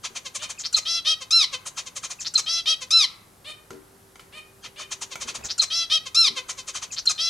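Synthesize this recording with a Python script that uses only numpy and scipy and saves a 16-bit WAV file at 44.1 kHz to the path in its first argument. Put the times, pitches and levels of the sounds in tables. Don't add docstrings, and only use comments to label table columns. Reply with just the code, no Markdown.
import sys
import numpy as np
from scipy import signal
from scipy.fft import rfft, irfft, next_fast_len
from scipy.io import wavfile

SR = 44100
rng = np.random.default_rng(int(sys.argv[2]) if len(sys.argv) > 2 else 0)


def wav_record(signal):
    frames = np.transpose(np.atleast_2d(signal))
    bounded = np.clip(frames, -1, 1)
    quanta = np.round(bounded * 32767).astype(np.int16)
    wavfile.write(sys.argv[1], SR, quanta)


N = 321489
TIME = np.arange(N) / SR
CUTOFF_HZ = 15900

# frequency_hz, likeness
STEREO_LIKENESS = [(30, .99), (70, 0.99), (150, 0.94), (300, 0.61), (1000, 0.13), (5000, 0.73),
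                   (9000, 0.62), (12000, 0.97)]
# frequency_hz, decay_s
ROOM_DECAY = [(200, 0.21), (1000, 0.83), (3500, 0.31), (7000, 0.29), (14000, 0.35)]
# frequency_hz, level_db
AIR_COLOUR = [(15, -40), (25, -7.5), (120, -2.5), (242, -5.5), (384, -8), (545, -8), (624, -11.5),
              (796, -9), (911, -11), (1400, -13.5), (1740, -15.5), (2350, -21), (6560, -21), (11600, -19),
              (16000, -35.5)]
# pitch_hz, level_db
HUM_TONES = [(100, -67), (388.5, -67.5)]
# time_s, level_db
HUM_SWELL = [(0, -2.5), (3.2, -7.5), (3.9, 3), (5.1, 7.5), (5.8, -4), (6.5, 5), (7.29, -10)]
# time_s, level_db
FEATHER_SWELL = [(5.05, -77), (5.2, -53), (5.33, -47.5), (5.44, -49.5), (5.52, -56), (5.62, -69)]
# frequency_hz, level_db
FEATHER_COLOUR = [(25, -19), (60, -1.5), (150, -14), (400, -10.5), (800, -11.5), (2000, -17),
                  (12000, -37.5)]

# start_s, peak_db
STEPS = [(0.102, -39), (3.707, -27.5), (3.731, -28), (3.759, -35), (5.159, -48), (5.25, -33), (5.314, -38),
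         (5.388, -36.5), (6.276, -32), (6.305, -28.5)]
# start_s, peak_db, crunch_decay_s
PECKS = [(.429, -37, 0.015), (1.662, -32, 0.02), (2.657, -32, 0.026), (3.706, -29, 0.058),
         (4.157, -35.5, 0.065), (4.195, -33.5, 0.16), (5.156, -22, 0.044), (6.494, -26.5, 0.012),
         (6.758, -35, 0.018)]
# pitch_hz, level_db, decay_s
PERCH_TONES = [(183, -10, .05), (234, 1.5, .14), (292.5, -4.5, .25), (384.6, 2, 0.31), (464, -5.5, 0.14),
               (640, -11, .08)]
DISH_TONES = [(1006, -6.5, 0.0405), (1397, 0, 0.022), (2030, -4.5, 0.023), (2280, -2, 0.024),
              (3060, -0.5, 0.017), (3930, -6.5, 0.0074), (6330, 1, 0.0047), (7750, -41, 0.0071)]

# frequency_hz, level_db
ANSWER_COLOUR = [(600, -10), (1250, -8.5), (1850, -13), (2450, -3.5), (3100, -5.5), (3700, -7),
                 (4400, -8.5), (6000, -20), (9000, -14.5), (14000, -43)]
SHORT_COLOUR = [(500, -1), (750, -12), (1100, 7), (1600, -3), (2200, 2.5), (3200, 1), (4200, -2),
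                (5200, -6.5), (6500, 0), (7800, -7.5), (10000, -6.5), (12000, -20.5), (15000, -22)]
QUICK_COLOUR = [(600, -10), (1300, 10), (1800, 5), (2500, 4), (4200, 3.5), (6500, 1.5), (8000, -6),
                (11000, -7), (13000, -18), (15500, -27.5)]
FLAT_COLOUR = [(650, -15), (1300, -6), (1950, -10), (2600, -7), (3250, 4), (4000, -0.5), (4700, -3),
               (5300, 2.5), (6000, -0.5), (6700, -10), (8500, -13), (10500, -11), (12500, -26.5),
               (15000, -36.5)]
ARCH_COLOUR = [(1000, -6), (1350, -7), (2100, -3), (2700, -7.5), (3300, -1.5), (4100, 3), (4700, -2.5),
               (5400, -0.5), (6700, -9.5), (8500, -13), (10500, -9), (12500, -22), (15000, -60)]
# start_s, length_s, pitch_hz, level_db, beak_hz
ANSWERS = [(0.392, 0.071, 626, -35.5, 3100), (3.446, 0.076, 622, -35.5, 3460),
           (4.325, .078, 624.5, -39, 2390), (4.759, 0.079, 621, -38.5, 2900)]
# centre_s, length_s, pitch_hz, level_db, beak_hz
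SHORT_NOTES = [(.053, .018, 811, -29, 5500), (0.168, .017, 800, -30.5, 5760), (.265, 0.017, 538, -33, 5200),
               (.36, 0.014, 570.5, -27.5, 7100), (.435, 0.021, 899, -31, 5760),
               (0.506, 0.015, 823, -31, 6800), (1.222, .016, 529, -34, 4970), (1.542, .019, 527, -28, 4570),
               (1.672, .017, 847, -31, 7600), (1.786, 0.021, 862, -29, 5900),
               (1.873, 0.015, 537, -35.5, 5740), (1.971, 0.015, 574, -30, 6900),
               (2.046, 0.018, 910, -29.5, 6300), (2.114, .017, 796, -31.5, 6600),
               (2.826, .018, 518, -32, 5460), (4.652, 0.024, 901, -37.5, 4510),
               (4.806, 0.027, 952, -35.5, 5000), (4.925, .016, 820, -28.5, 6140),
               (5.026, .015, 835, -29, 6560), (5.125, .019, 535, -35, 5070), (5.222, .018, 566, -30, 6100),
               (5.29, 0.02, 863, -29.5, 5630), (5.357, 0.014, 878, -30, 6440),
               (6.07, 0.015, 528.5, -33, 4830), (6.379, .022, 516, -28, 4300),
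               (6.502, .018, 818, -29, 6700), (6.592, .02, 528, -34.5, 5560), (6.689, .018, 591, -31, 6260),
               (6.761, 0.022, 893, -29.5, 6100), (6.833, 0.017, 831, -31.5, 5800)]
WHISTLE_TIMES = [.742, 2.353, 5.594, 7.07]
# offset_s, pitch_hz, level_db, beak_hz, beak_width_hz, roughness (0-1)
SQUEAK = [(-.014, 2686, -47, 2600, 1400, .15), (-.006, 2510, -44, 2600, 1400, .15),
          (-.004, 2475, -41, 7350, 1800, 0.3), (.003, 2255, -33.5, 7000, 1400, 0.2),
          (.013, 1150, -32, 6680, 1800, .75), (.032, 727, -38.5, 6790, 2620, 0.78)]
BUZZ = [(-.014, 159.8, -40.5, 3600, 1500, .5), (-.002, 164.7, -34, 4200, 1400, .4),
        (.008, 168.9, -26, 4590, 1600, .35), (.015, 165, -27, 5200, 1500, .35),
        (.025, 165.3, -32.5, 5500, 1500, 1)]
CHIRP = [(-.014, 1480, -31.5, 7900, 2990, .25), (-.009, 1440, -29, 7500, 3030, .4),
         (-.003, 1330, -34, 6000, 2600, .7)]
WHISTLE = [(-.004, 5240, -39, 5200, 2500, 0.35), (0, 4040, -25, 4150, 1500, 0.29),
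           (.006, 4186, -10, 4160, 1200, .06), (0.01, 4110, -14.5, 4150, 1200, .15),
           (.018, 3910, -26, 3900, 1500, 0.69)]
RASP = [(.02, 1322, -36.5, 6680, 2000, 0.49), (0.026, 1305, -20, 6770, 2600, 0.39),
        (.038, 1200, -24.5, 6660, 4400, .5), (.047, 1060, -24, 6200, 5000, .8),
        (.056, 910, -42, 6420, 5000, .8)]
# start_s, length_s, pitch_hz, level_db, open_beak_hz
FLAT_NOTES = [(0.853, 0.15, 675.6, -24, 5050), (1.049, .093, 649.2, -19.5, 4420),
              (2.462, 0.15, 675.6, -24, 5240), (2.658, 0.086, 654.8, -19, 4570),
              (5.702, 0.15, 675, -23.5, 4950), (5.899, 0.082, 650, -18.5, 4150),
              (7.179, 0.13, 672.4, -23.5, 5050)]
# start_s, length_s, top_pitch_hz, level_db
ARCHED_CALLS = [(1.308, 0.14, 1375, -15), (2.907, .146, 1359, -14.5), (6.147, 0.14, 1374, -14.5)]
# offset_s, beak_hz
ARCH_BEAK = [(0, 6600), (.008, 6200), (.02, 4600), (.05, 4050), (.08, 4800), (.118, 4750), (.146, 3600)]


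def from_db(db):
    return 10 ** (np.asarray(db) / 20)


def rms_one(x):
    return x / np.sqrt(np.mean(np.abs(x) ** 2) + 1e-20)


def at_hz(table, hz):
    row_hz, value = np.transpose(table)
    return np.interp(np.log(np.maximum(hz, 1)), np.log(row_hz), value)


def coloured_noise(colour):
    size = next_fast_len(N)
    gain = from_db(at_hz(colour, np.arange(size // 2 + 1) * SR / size))
    white = rng.standard_normal((2, N))
    return rms_one(irfft(rfft(white, size) * gain, size)[:, :N])


def flutter(shape, rate_hz):
    lowpass = signal.butter(2, min(rate_hz, SR / 4), fs=SR, output="sos")
    return rms_one(signal.sosfilt(lowpass, rng.standard_normal(shape)))


def add(track, start_s, sound):
    at = round(start_s * SR)
    part = sound[max(-at, 0):max(N - at, 0)]
    track[max(at, 0):max(at, 0) + len(part)] += part


def stereo(mid, side):
    size = next_fast_len(len(mid))
    alike = np.clip(at_hz(STEREO_LIKENESS, np.arange(size // 2 + 1) * SR / size), -1, 1)
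    shared = rfft(mid, size) * np.sqrt((1 + alike) / 2)
    opposite = rfft(side, size) * np.sqrt((1 - alike) / 2)
    return irfft([shared + opposite, shared - opposite], size)[:, :len(mid)]


def room(dry, near_db, tail_db, near_decay_s=0.064):
    t = np.arange(int(0.7 * SR)) / SR
    edges_hz = np.geomspace(100, CUTOFF_HZ, num=9)
    white = rng.standard_normal((2, 2, len(t)))
    tail = 0
    for k, band in enumerate(zip(edges_hz, edges_hz[1:])):
        noise = signal.sosfilt(signal.butter(2, band, "band", fs=SR, output="sos"), white[k % 2])
        decay_s = at_hz(ROOM_DECAY, np.sqrt(band[0] * band[1]))
        tail = tail + noise * from_db(-60 * t / decay_s)
    near = rng.standard_normal((2, len(t))) * (t > 0.001) * from_db(-60 * t / near_decay_s)
    echo = from_db(near_db) * rms_one(near) + from_db(tail_db) * rms_one(tail * (t > 0.008))
    echo = stereo(*echo) / np.sqrt(len(t))
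    return dry + signal.fftconvolve(dry[None], echo, axes=1)[:, :N]


def room_air(level_db=-54.5):
    return stereo(*(from_db(level_db) * coloured_noise(AIR_COLOUR)))


def appliance_hum():
    mains, upper = [from_db(db) * np.sqrt(2) * np.sin(2 * np.pi * hz * TIME + 0.5 * flutter(N, 6.4))
                    for hz, db in HUM_TONES]
    return mains + upper * from_db(np.interp(TIME, *np.transpose(HUM_SWELL)))


def feather_shuffle(flicker_db=4.7):
    level_db = np.interp(TIME, *np.transpose(FEATHER_SWELL)) + flicker_db * flutter(N, 30)
    return stereo(*(from_db(level_db) * coloured_noise(FEATHER_COLOUR)))


def strikes(hits, tones, gain_db, crunch_db):
    out = np.zeros(N)
    t = np.arange(SR // 3) / SR
    for start_s, peak_db, crunch_decay_s in hits:
        ring = 0
        for hz, db, decay_s in tones:
            fade = from_db(db + rng.normal(0, 4.6) - 60 * t / decay_s)
            ring = ring + fade * np.sin(2 * np.pi * hz * t) * rng.choice([-1, 1])
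        crunch = from_db(crunch_db - 60 * t / crunch_decay_s) * flutter(len(t), 7100)
        hit = ring + crunch
        add(out, start_s, from_db(peak_db + gain_db) * hit / np.abs(hit).max())
    return out


def perch_steps(scuff_s=0.071):
    return strikes([(s, db, scuff_s) for s, db in STEPS], PERCH_TONES, gain_db=-7.5, crunch_db=-6.0)


def dish_pecks():
    return strikes(PECKS, DISH_TONES, gain_db=1.0, crunch_db=-4.0)


def note_span(start_s, end_s, edge_s=0.002, ramp=1.6):
    t = np.arange(start_s - edge_s, end_s + edge_s, 1 / SR)
    return t, np.clip(np.minimum(t - t[0], t[-1] - t) / (ramp * edge_s), 0, 1)


def scoop(t, depth, settle_s):
    return 1 - depth * np.exp(-t / settle_s)


def breath_db(t, attack_s, release_s, depth_db):
    rising = np.maximum(1 - t / attack_s, 0)
    sinking = np.maximum(1 - (t[-1] - t) / release_s, 0) ** 1.42
    return -depth_db * (rising + sinking)


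def beak(centre_hz, width_hz, leak_db=-25):
    return lambda hz: from_db(leak_db) + 1 / (1 + (2 * (hz - centre_hz) / width_hz) ** 2)


def syrinx(pitch_hz, rough, colour, throat, jitter=0.027, phase_spread=0.79, rasp_hz=330):
    rough = np.clip(rough, 0, 1)
    pitch_hz = pitch_hz * (1 + jitter * rough * flutter(len(pitch_hz), 277))
    harmonic = np.arange(1, int(CUTOFF_HZ / pitch_hz.min()) + 1)[:, None]
    hz = harmonic * pitch_hz
    gain = from_db(at_hz(colour, hz)) * throat(hz) * (hz < CUTOFF_HZ)
    gain = gain / np.sqrt(np.sum(gain ** 2, axis=0) / 2 + 1e-20)
    phase = 2 * np.pi * harmonic * np.cumsum(pitch_hz) / SR
    phase += phase_spread * rng.standard_normal(harmonic.shape)
    clean = np.sqrt(1 - rough ** 2) * np.cos(phase)
    smear = flutter(hz.shape, rasp_hz) * np.cos(phase) + flutter(hz.shape, rasp_hz) * np.sin(phase)
    return np.sum(gain * (clean + rough * smear / np.sqrt(2)), axis=0)


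def far_answers(rough=0.32):
    out = np.zeros(N)
    for start_s, length_s, hz, db, beak_hz in ANSWERS:
        t, gate = note_span(0, length_s)
        droop = scoop(t[-1] - t, depth=0.055, settle_s=0.0096)
        pitch_hz = hz * scoop(t, depth=0.18, settle_s=0.015) * droop
        voice = syrinx(pitch_hz, rough, ANSWER_COLOUR, beak(beak_hz, width_hz=1200, leak_db=-3))
        swell_db = breath_db(t, attack_s=0.059, release_s=0.028, depth_db=11)
        add(out, start_s + t[0], gate * from_db(db + swell_db) * voice)
    return out


def short_notes(lowest_hz=510, highest_hz=1600, slack_hz=520.5, taut_hz=835, lead_s=0.0014):
    out = np.zeros(N)
    for centre_s, length_s, hz, db, beak_hz in SHORT_NOTES:
        t = np.arange(-2 * length_s, 2 * length_s, 1 / SR)
        slope_s = np.where(t < -lead_s, 0.94, 1.49) * length_s
        envelope = np.exp(-2 * np.abs((t + lead_s) / slope_s) ** 1.76)
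        width_hz = np.interp(hz, [slack_hz, taut_hz], [4940, 5000])
        octaves_per_s = np.interp(hz, [slack_hz, taut_hz], [6.5, 54])
        rough = np.interp(hz, [slack_hz, taut_hz], [0.3, 0.6])
        pitch_hz = np.clip(hz * 2 ** (-octaves_per_s * t), min(lowest_hz, 0.98 * hz), highest_hz)
        closing_beak = beak(beak_hz * 2 ** (-7 * t), width_hz)
        hoarse = rough * (1 + 0.35 * np.tanh(t / length_s))
        low_boost = 0.37 * (pitch_hz / highest_hz) ** 2
        throat = lambda f: closing_beak(f) + low_boost * (f < 1.5 * pitch_hz)
        voice = syrinx(pitch_hz, hoarse, SHORT_COLOUR, throat, jitter=0.0491, phase_spread=1.0)
        add(out, centre_s + t[0], from_db(db) * envelope * voice)
    return out


def quick_syllables(squeak_lead_s=0.1505, buzz_lead_s=0.094):
    out = np.zeros(N)
    syllables = (squeak_lead_s, SQUEAK), (buzz_lead_s, BUZZ), (0, CHIRP), (0, WHISTLE), (0, RASP)
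    for whistle_s in WHISTLE_TIMES:
        for lead_s, rows in syllables:
            offset_s, *columns = np.transpose(rows)
            t, gate = note_span(offset_s[0], offset_s[-1], edge_s=0.0012, ramp=1.35)
            pitch_hz, db, beak_hz, width_hz, rough = [np.interp(t, offset_s, c) for c in columns]
            throat = beak(beak_hz, width_hz, leak_db=-31)
            voice = syrinx(pitch_hz, rough, QUICK_COLOUR, throat,
                           jitter=0.05, phase_spread=0.73, rasp_hz=480)
            add(out, whistle_s - lead_s + t[0], gate * from_db(db) * voice)
    return out


def flat_notes(closed_hz=3200, gain_db=-1.0, waver=0.0044):
    out = np.zeros(N)
    for start_s, length_s, hz, db, open_hz in FLAT_NOTES:
        t, gate = note_span(0, length_s)
        droop = scoop(t[-1] - t, depth=0.068, settle_s=0.0078)
        pitch_hz = hz * scoop(t, depth=0.13, settle_s=0.019) * droop * (1 + waver * flutter(len(t), 40))
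        opening = np.abs(np.sin(np.pi * t / length_s)) ** 1.5
        throat = beak(closed_hz + (open_hz - closed_hz) * opening, width_hz=2550, leak_db=-15)
        rough = 0.18 + 0.34 * np.exp(-t / 0.033)
        voice = syrinx(pitch_hz, rough, FLAT_COLOUR, throat, jitter=0.019, phase_spread=0.8)
        swell_db = breath_db(t, attack_s=0.025, release_s=0.026, depth_db=11.5)
        add(out, start_s + t[0], gate * from_db(db + gain_db + swell_db) * voice)
    return out


def arched_calls(top_s=0.04, fall=0.28, slack_db=-5.0, waver=0.006):
    out = np.zeros(N)
    for start_s, length_s, top_hz, db in ARCHED_CALLS:
        t, gate = note_span(0, length_s)
        descent = np.maximum(t - top_s, 0) / (length_s - top_s)
        height = scoop(t, depth=0.145, settle_s=0.012) * (1 - fall * descent ** 2.5)
        pitch_hz = top_hz * height * (1 + waver * flutter(len(t), 70))
        slack = np.tanh((1 - height) / 0.058)
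        rough = 0.036 + 0.28 * slack
        beak_hz = np.interp(t, *np.transpose(ARCH_BEAK))
        throat = beak(beak_hz, width_hz=2100 * (1 + 2.1 * rough), leak_db=-20.5)
        voice = syrinx(pitch_hz, rough, ARCH_COLOUR, throat, jitter=0.039, rasp_hz=448)
        swell_db = breath_db(t, attack_s=0.05, release_s=0.0044, depth_db=2.5)
        add(out, start_s + t[0], gate * from_db(db + slack_db * slack + swell_db) * voice)
    return out


def scene(singer_pan_db=0.75, others_pan_db=0.5):
    song = short_notes() + quick_syllables() + flat_notes() + arched_calls()
    knocks = dish_pecks() + perch_steps()
    leftward = np.array([[1], [-1]])
    singer = room(song, near_db=-4.5, tail_db=-14.5) * from_db(singer_pan_db * leftward)
    far_bird = from_db(-0.5) * room(far_answers(), near_db=-0.5, tail_db=-6.0)
    feeding_bird = room(knocks, near_db=-4.0, tail_db=-7.5)
    others = (far_bird + feeding_bird) * from_db(others_pan_db * leftward)
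    return room_air() + feather_shuffle() + appliance_hum() + others + singer


def record(dry):
    return signal.sosfilt(signal.ellip(10, 0.1, 80, CUTOFF_HZ, fs=SR, output="sos"), dry)


dry = scene()
out = record(dry)
wav_record(out)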